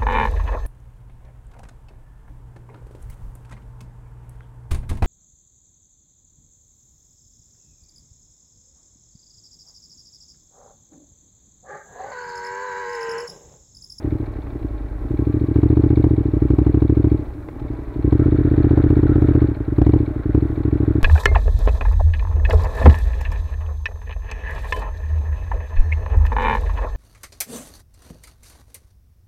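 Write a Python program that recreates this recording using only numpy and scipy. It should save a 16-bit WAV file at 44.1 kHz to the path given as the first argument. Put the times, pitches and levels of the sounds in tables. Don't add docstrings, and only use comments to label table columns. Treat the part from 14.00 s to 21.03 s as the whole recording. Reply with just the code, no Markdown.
import sys
import numpy as np
from scipy import signal
from scipy.fft import rfft, irfft, next_fast_len
from scipy.io import wavfile
from scipy.ndimage import map_coordinates

SR = 44100
rng = np.random.default_rng(int(sys.argv[2]) if len(sys.argv) > 2 else 0)


def pcm_store(signal):
    levels = np.round(np.clip(np.atleast_2d(signal), -1, 1) * 32767)
    wavfile.write(sys.argv[1], SR, levels.astype(np.int16).T)


N = 310023


def amp(db):
    return 10 ** (np.asarray(db) / 20)


def unit(x):
    return x / np.sqrt(np.mean(x ** 2) + 1e-20)


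def curve(rows):
    return np.interp(np.arange(N) / SR, *np.transpose(rows))


def noise():
    return rng.standard_normal(N)


def wobble(rate):
    knots = rng.standard_normal(int(N * rate / SR) + 4)
    return map_coordinates(knots, [np.arange(N) * rate / SR])


def filtered(x, response):
    size = next_fast_len(N + SR // 2)
    return irfft(rfft(x, size) * response(np.fft.rfftfreq(size, 1 / SR)), size)[:N]


def coloured(x, spectrum):
    hz, db = np.transpose(spectrum)
    return unit(filtered(x, lambda f: amp(np.interp(np.log(f + 1), np.log(hz), db))))


def resonances(modes, f):
    total = 0
    for centre, width, db, polarity in modes:
        damping = 1j * f * width
        total = total + np.sign(polarity) * amp(db) * damping / (centre * centre - f * f + damping)
    return total


def fading(pulses, life):
    rise = np.exp(-1 / (.001 * SR))
    tails = signal.lfilter([1], [1, -np.exp(-1 / (life * SR))], pulses)
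    return signal.lfilter([1 - rise], [1, -rise], tails)


def swells(rows):
    t = np.arange(N) / SR
    open_s = .18
    gestures = []
    for start, end, db, fall in rows:
        ramp = np.clip((t - start) / open_s, 0, 1)
        gestures.append(ramp * amp(db - fall * np.maximum(t - end, 0)))
    return np.max(gestures, axis=0)


FIRST, SECOND = .596, .969


def strokes(cycle, place, scatter_db):
    passes = np.diff(np.floor(cycle - place), prepend=np.floor(-place)) > 0
    return passes * amp(scatter_db * noise())


# (t/s, speed/rpm)
CRANK_SPEED = [(0.0, 1513.0), (0.238, 1578.0), (0.932, 1093.0), (1.345, 1711.0), (1.543, 1614.0),
               (1.781, 1793.0), (2.101, 1747.0), (2.366, 1404.0), (3.05, 1660.0), (3.365, 1387.0),
               (4.045, 1403.0), (4.237, 1907.0), (4.73, 1831.0), (5.11, 1914.0), (5.465, 1763.0),
               (5.656, 905.0), (5.935, 1831.0), (6.257, 1157.0), (6.375, 1582.0), (7.03, 1590.0)]


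def crank_rpm():
    return curve(CRANK_SPEED)


# (opens t/s, closes t/s, firing level/dB, fall/dB per s)
THROTTLE_TWISTS = [(-.2, .18, -13.5, 105), (.99, 1.46, -10, 151.5), (1.4, 2.07, -5.5, 24.5),
                   (2.22, 3.14, -6, 182), (3.5, 3.68, -15.5, 66), (3.91, 4.2, -5.5, 5),
                   (4.42, 5.45, -5, 153.5), (5.63, 5.96, -4, 104), (6.18, 6.36, -4.5, 69),
                   (6.48, 7.03, -8.5, 151.5)]


def throttle_opening():
    return swells(THROTTLE_TWISTS)


def coasting():
    middle_s, half_length_s = 3.44, 0.12
    return np.exp(-((np.arange(N) / SR - middle_s) / half_length_s) ** 4)


def driven(law, throttle):
    cruise_rpm = 1500
    db, speed_db, throttle_db, coast_db = law
    level = db + speed_db * np.log2(crank_rpm() / cruise_rpm)
    level = level + throttle_db * throttle / throttle.max()
    return amp(level + coast_db * coasting())


# (t/s, level/dB)
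FIRING_KICKS = [(.387, -20.5), (.471, -29), (.557, -18.5), (.648, -15), (1.633, -5), (2.041, -4.5),
                (2.586, -5), (2.666, -5.5), (2.821, -5.5), (3.044, -5.5), (4.126, -4.5), (4.775, -4),
                (5.352, -4.6), (5.419, -5), (5.57, -20), (5.817, -3.5), (5.866, -4.5), (5.894, -5.5),
                (5.936, -4), (6.08, -14.5)]


def firings(cycle, throttle, idle_db, second_db, scatter_db, coast_db):
    strength = np.maximum(throttle, amp(idle_db + coast_db * coasting()))
    first = strokes(cycle, FIRST, scatter_db)
    second = amp(second_db) * strokes(cycle, SECOND, scatter_db)
    blows = strength * (first + second)
    fired = np.flatnonzero(blows)
    for s, db in FIRING_KICKS:
        nearest = fired[np.argmin(np.abs(fired - s * SR))]
        blows[nearest] = amp(db)
    return blows


# (f/Hz, width/Hz, level/dB, polarity)
SILENCER_MODES = [(54.7, 19.2, 52.5, -1), (76, 59, 48.5, 1), (113.95, 27.2, 48.5, 1),
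                  (199.4, 160, 39.5, -1), (280.9, 106, 55.5, 1), (307.7, 50.1, 66, -1),
                  (410.3, 88.8, 63.5, 1), (527, 102, 60, -1)]
# (f/Hz, relative level/dB)
PUFF_COLOUR = [(150, -3), (220, 1), (400, -0.5), (510, 4.5), (640, -12), (900, -11.5), (1500, -20),
               (2500, -30), (5000, -56.5)]


def exhaust(blows, soft_hz, edge, puff_db, puff_life):
    opening = .003

    def pulse(f):
        return np.exp(-(f / soft_hz) ** edge + 2j * np.pi * f * opening)

    thump = filtered(blows, lambda f: pulse(f) * resonances(SILENCER_MODES, f))
    puff = fading(blows, puff_life) * coloured(noise(), PUFF_COLOUR)
    return thump + amp(puff_db) * puff


# (f/Hz, width/Hz, relative level/dB, polarity)
PUMPED_AIR_MODES = [(48.13, 10.9, 1.5, 1), (104, 8.7, -8, -1)]
# (level/dB at cruise, dB per doubling of speed, dB added at full throttle, dB added coasting)
PUMPING_LAW = (-27, -2, -5, -19)


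def pumping(cycle, throttle, soft_hz, second_db):
    pushes = strokes(cycle, FIRST, scatter_db=1) + amp(second_db) * strokes(cycle, SECOND, scatter_db=1)
    boom = filtered(pushes, lambda f: np.exp(-(f / soft_hz) ** 2) * resonances(PUMPED_AIR_MODES, f))
    return driven(PUMPING_LAW, throttle) * unit(boom)


# (f/Hz, relative level/dB)
CASE_COLOUR = [(150, -18.5), (300, 4.5), (450, 3), (540, -7), (620, -1.5), (710, -9.5), (820, -5),
               (930, -9.5), (1080, -10), (1400, -17.5), (2300, -19.5), (3000, -33), (4400, -37.5),
               (6000, -58)]
# (f/Hz, width/Hz, relative level/dB, polarity)
PANEL_MODES = [(599.6, 50, 6, 1), (835, 40, 2.5, -1), (1080, 47, -0.5, 1), (1342, 27, -4.5, -1),
               (1570, 40, -7, 1), (1960, 50, -10.5, -1)]
# (t/s, level/dB before the case gains)
DRIVE_CLUNKS = [(3.486, -30), (3.598, -35.5)]
RATTLE_LAW = (-44.5, 3, 2.5, -3.5)


def case_rattle(cycle, throttle, clatter_db, panel_db, throb, clunk_life):
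    knocks = np.zeros(N)
    for s, db in DRIVE_CLUNKS:
        knocks[round(s * SR)] = amp(db)
    beat = 1 + throb * np.cos(4 * np.pi * (cycle - FIRST))
    level = driven(RATTLE_LAW, throttle) * beat + fading(knocks, clunk_life)

    def rattle():
        return noise() * amp(2.5 * wobble(160))

    panels = unit(filtered(rattle(), lambda f: resonances(PANEL_MODES, f)))
    return level * (amp(clatter_db) * coloured(rattle(), CASE_COLOUR) + amp(panel_db) * panels)


# (starts t/s, ends t/s, level/dB before flutter, fall/dB per s)
GEAR_WHINES = [(1.0, 1.4, -54.5, 41), (3.6, 5.42, -52.5, 100), (6.3, 7.03, -53.5, 100)]


def gear_whine(cycle, teeth):
    mesh = np.sin(4 * np.pi * teeth * cycle + 1.6 * wobble(60))
    return swells(GEAR_WHINES) * amp(4.7 * wobble(30)) * mesh


# (f/Hz, width/Hz, relative level/dB per pass, polarity)
HEAD_COVER_MODES = [(2260, 230, 3, 1), (3700, 750, -1, -1), (4344, 640, -2, 1)]
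VALVE_LAW = (-64.5, 5.5, 3, -6)


def valves(cycle, throttle, tick_db, rustle_db, place):
    first = strokes(cycle, place, scatter_db=2)
    second = .45 * strokes(cycle, place + SECOND - FIRST, scatter_db=2)
    chatter = noise() * fading(first + second, life=.007)

    def cover(x):
        return unit(filtered(x, lambda f: resonances(HEAD_COVER_MODES, f) ** 2))

    sound = amp(tick_db) * cover(chatter) + amp(rustle_db) * cover(noise())
    return driven(VALVE_LAW, throttle) * sound


# (t/s, level/dB before a slight wobble)
GRIT_LEVEL = [(0, -57.5), (3.95, -58), (4.25, -45.5), (5, -41.5), (5.4, -44.5), (5.6, -51), (7.03, -46)]
# (f/Hz, relative level/dB)
TYRE_COLOUR = [(300, -11.5), (600, 6), (1000, -11.5), (1400, 4), (1900, -3.5), (2500, -23), (3100, -24),
               (3800, -17.5), (4400, -36), (5200, -45), (9000, -58)]


def tyres(grain_db, stones):
    snaps = (rng.random(N) < stones / SR) * noise() * amp(grain_db * noise())
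    grinding = coloured(noise() + 2.3 * unit(snaps), TYRE_COLOUR)
    return amp(curve(GRIT_LEVEL) + 0.52 * wobble(8.5)) * grinding


# (f/Hz, relative level/dB)
RUMBLE_COLOUR = [(15, -12.5), (35, 2), (100, 6), (190, -14.5), (300, 2), (500, -26.5), (900, -53)]
# (f/Hz, relative level/dB)
HISS_COLOUR = [(200, -4.5), (4000, -9), (7000, -9.5), (15000, -9.5)]


def air(rumble_db, hiss_db):
    rumble = amp(rumble_db + 1.5 * wobble(6.3)) * coloured(noise(), RUMBLE_COLOUR)
    return rumble + amp(hiss_db) * coloured(noise(), HISS_COLOUR)


def scene():
    cycle = np.cumsum(crank_rpm()) / (120 * SR)
    throttle = throttle_opening()
    blows = firings(cycle, throttle, idle_db=-28.5, second_db=-2.34, scatter_db=0.27, coast_db=-17)
    engine = exhaust(blows, soft_hz=215.95, edge=1.893, puff_db=-29.5, puff_life=0.016)
    engine = engine + pumping(cycle, throttle, soft_hz=194, second_db=-2)
    rattle = case_rattle(cycle, throttle, clatter_db=2.0, panel_db=-4.0, throb=0.027, clunk_life=0.0036)
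    whine = gear_whine(cycle, teeth=42)
    ticks = valves(cycle, throttle, tick_db=0.0, rustle_db=-6.5, place=.32)
    background = tyres(grain_db=1.5, stones=580) + air(rumble_db=-35.0, hiss_db=-75.0)
    return (engine + rattle + whine + ticks + background)[None]


def saturate(x, top, knee):
    return x / (1 + np.abs(x / top) ** knee) ** (1 / knee)


def record(dry):
    top_hz = 15700
    crests = saturate(dry[0], top=0.59, knee=7.5)
    troughs = saturate(dry[0], top=.707, knee=420)
    overloaded = np.where(dry[0] > 0, crests, troughs)
    return filtered(overloaded, lambda f: f < top_hz)[None]


dry = scene()
out = record(dry)
pcm_store(out)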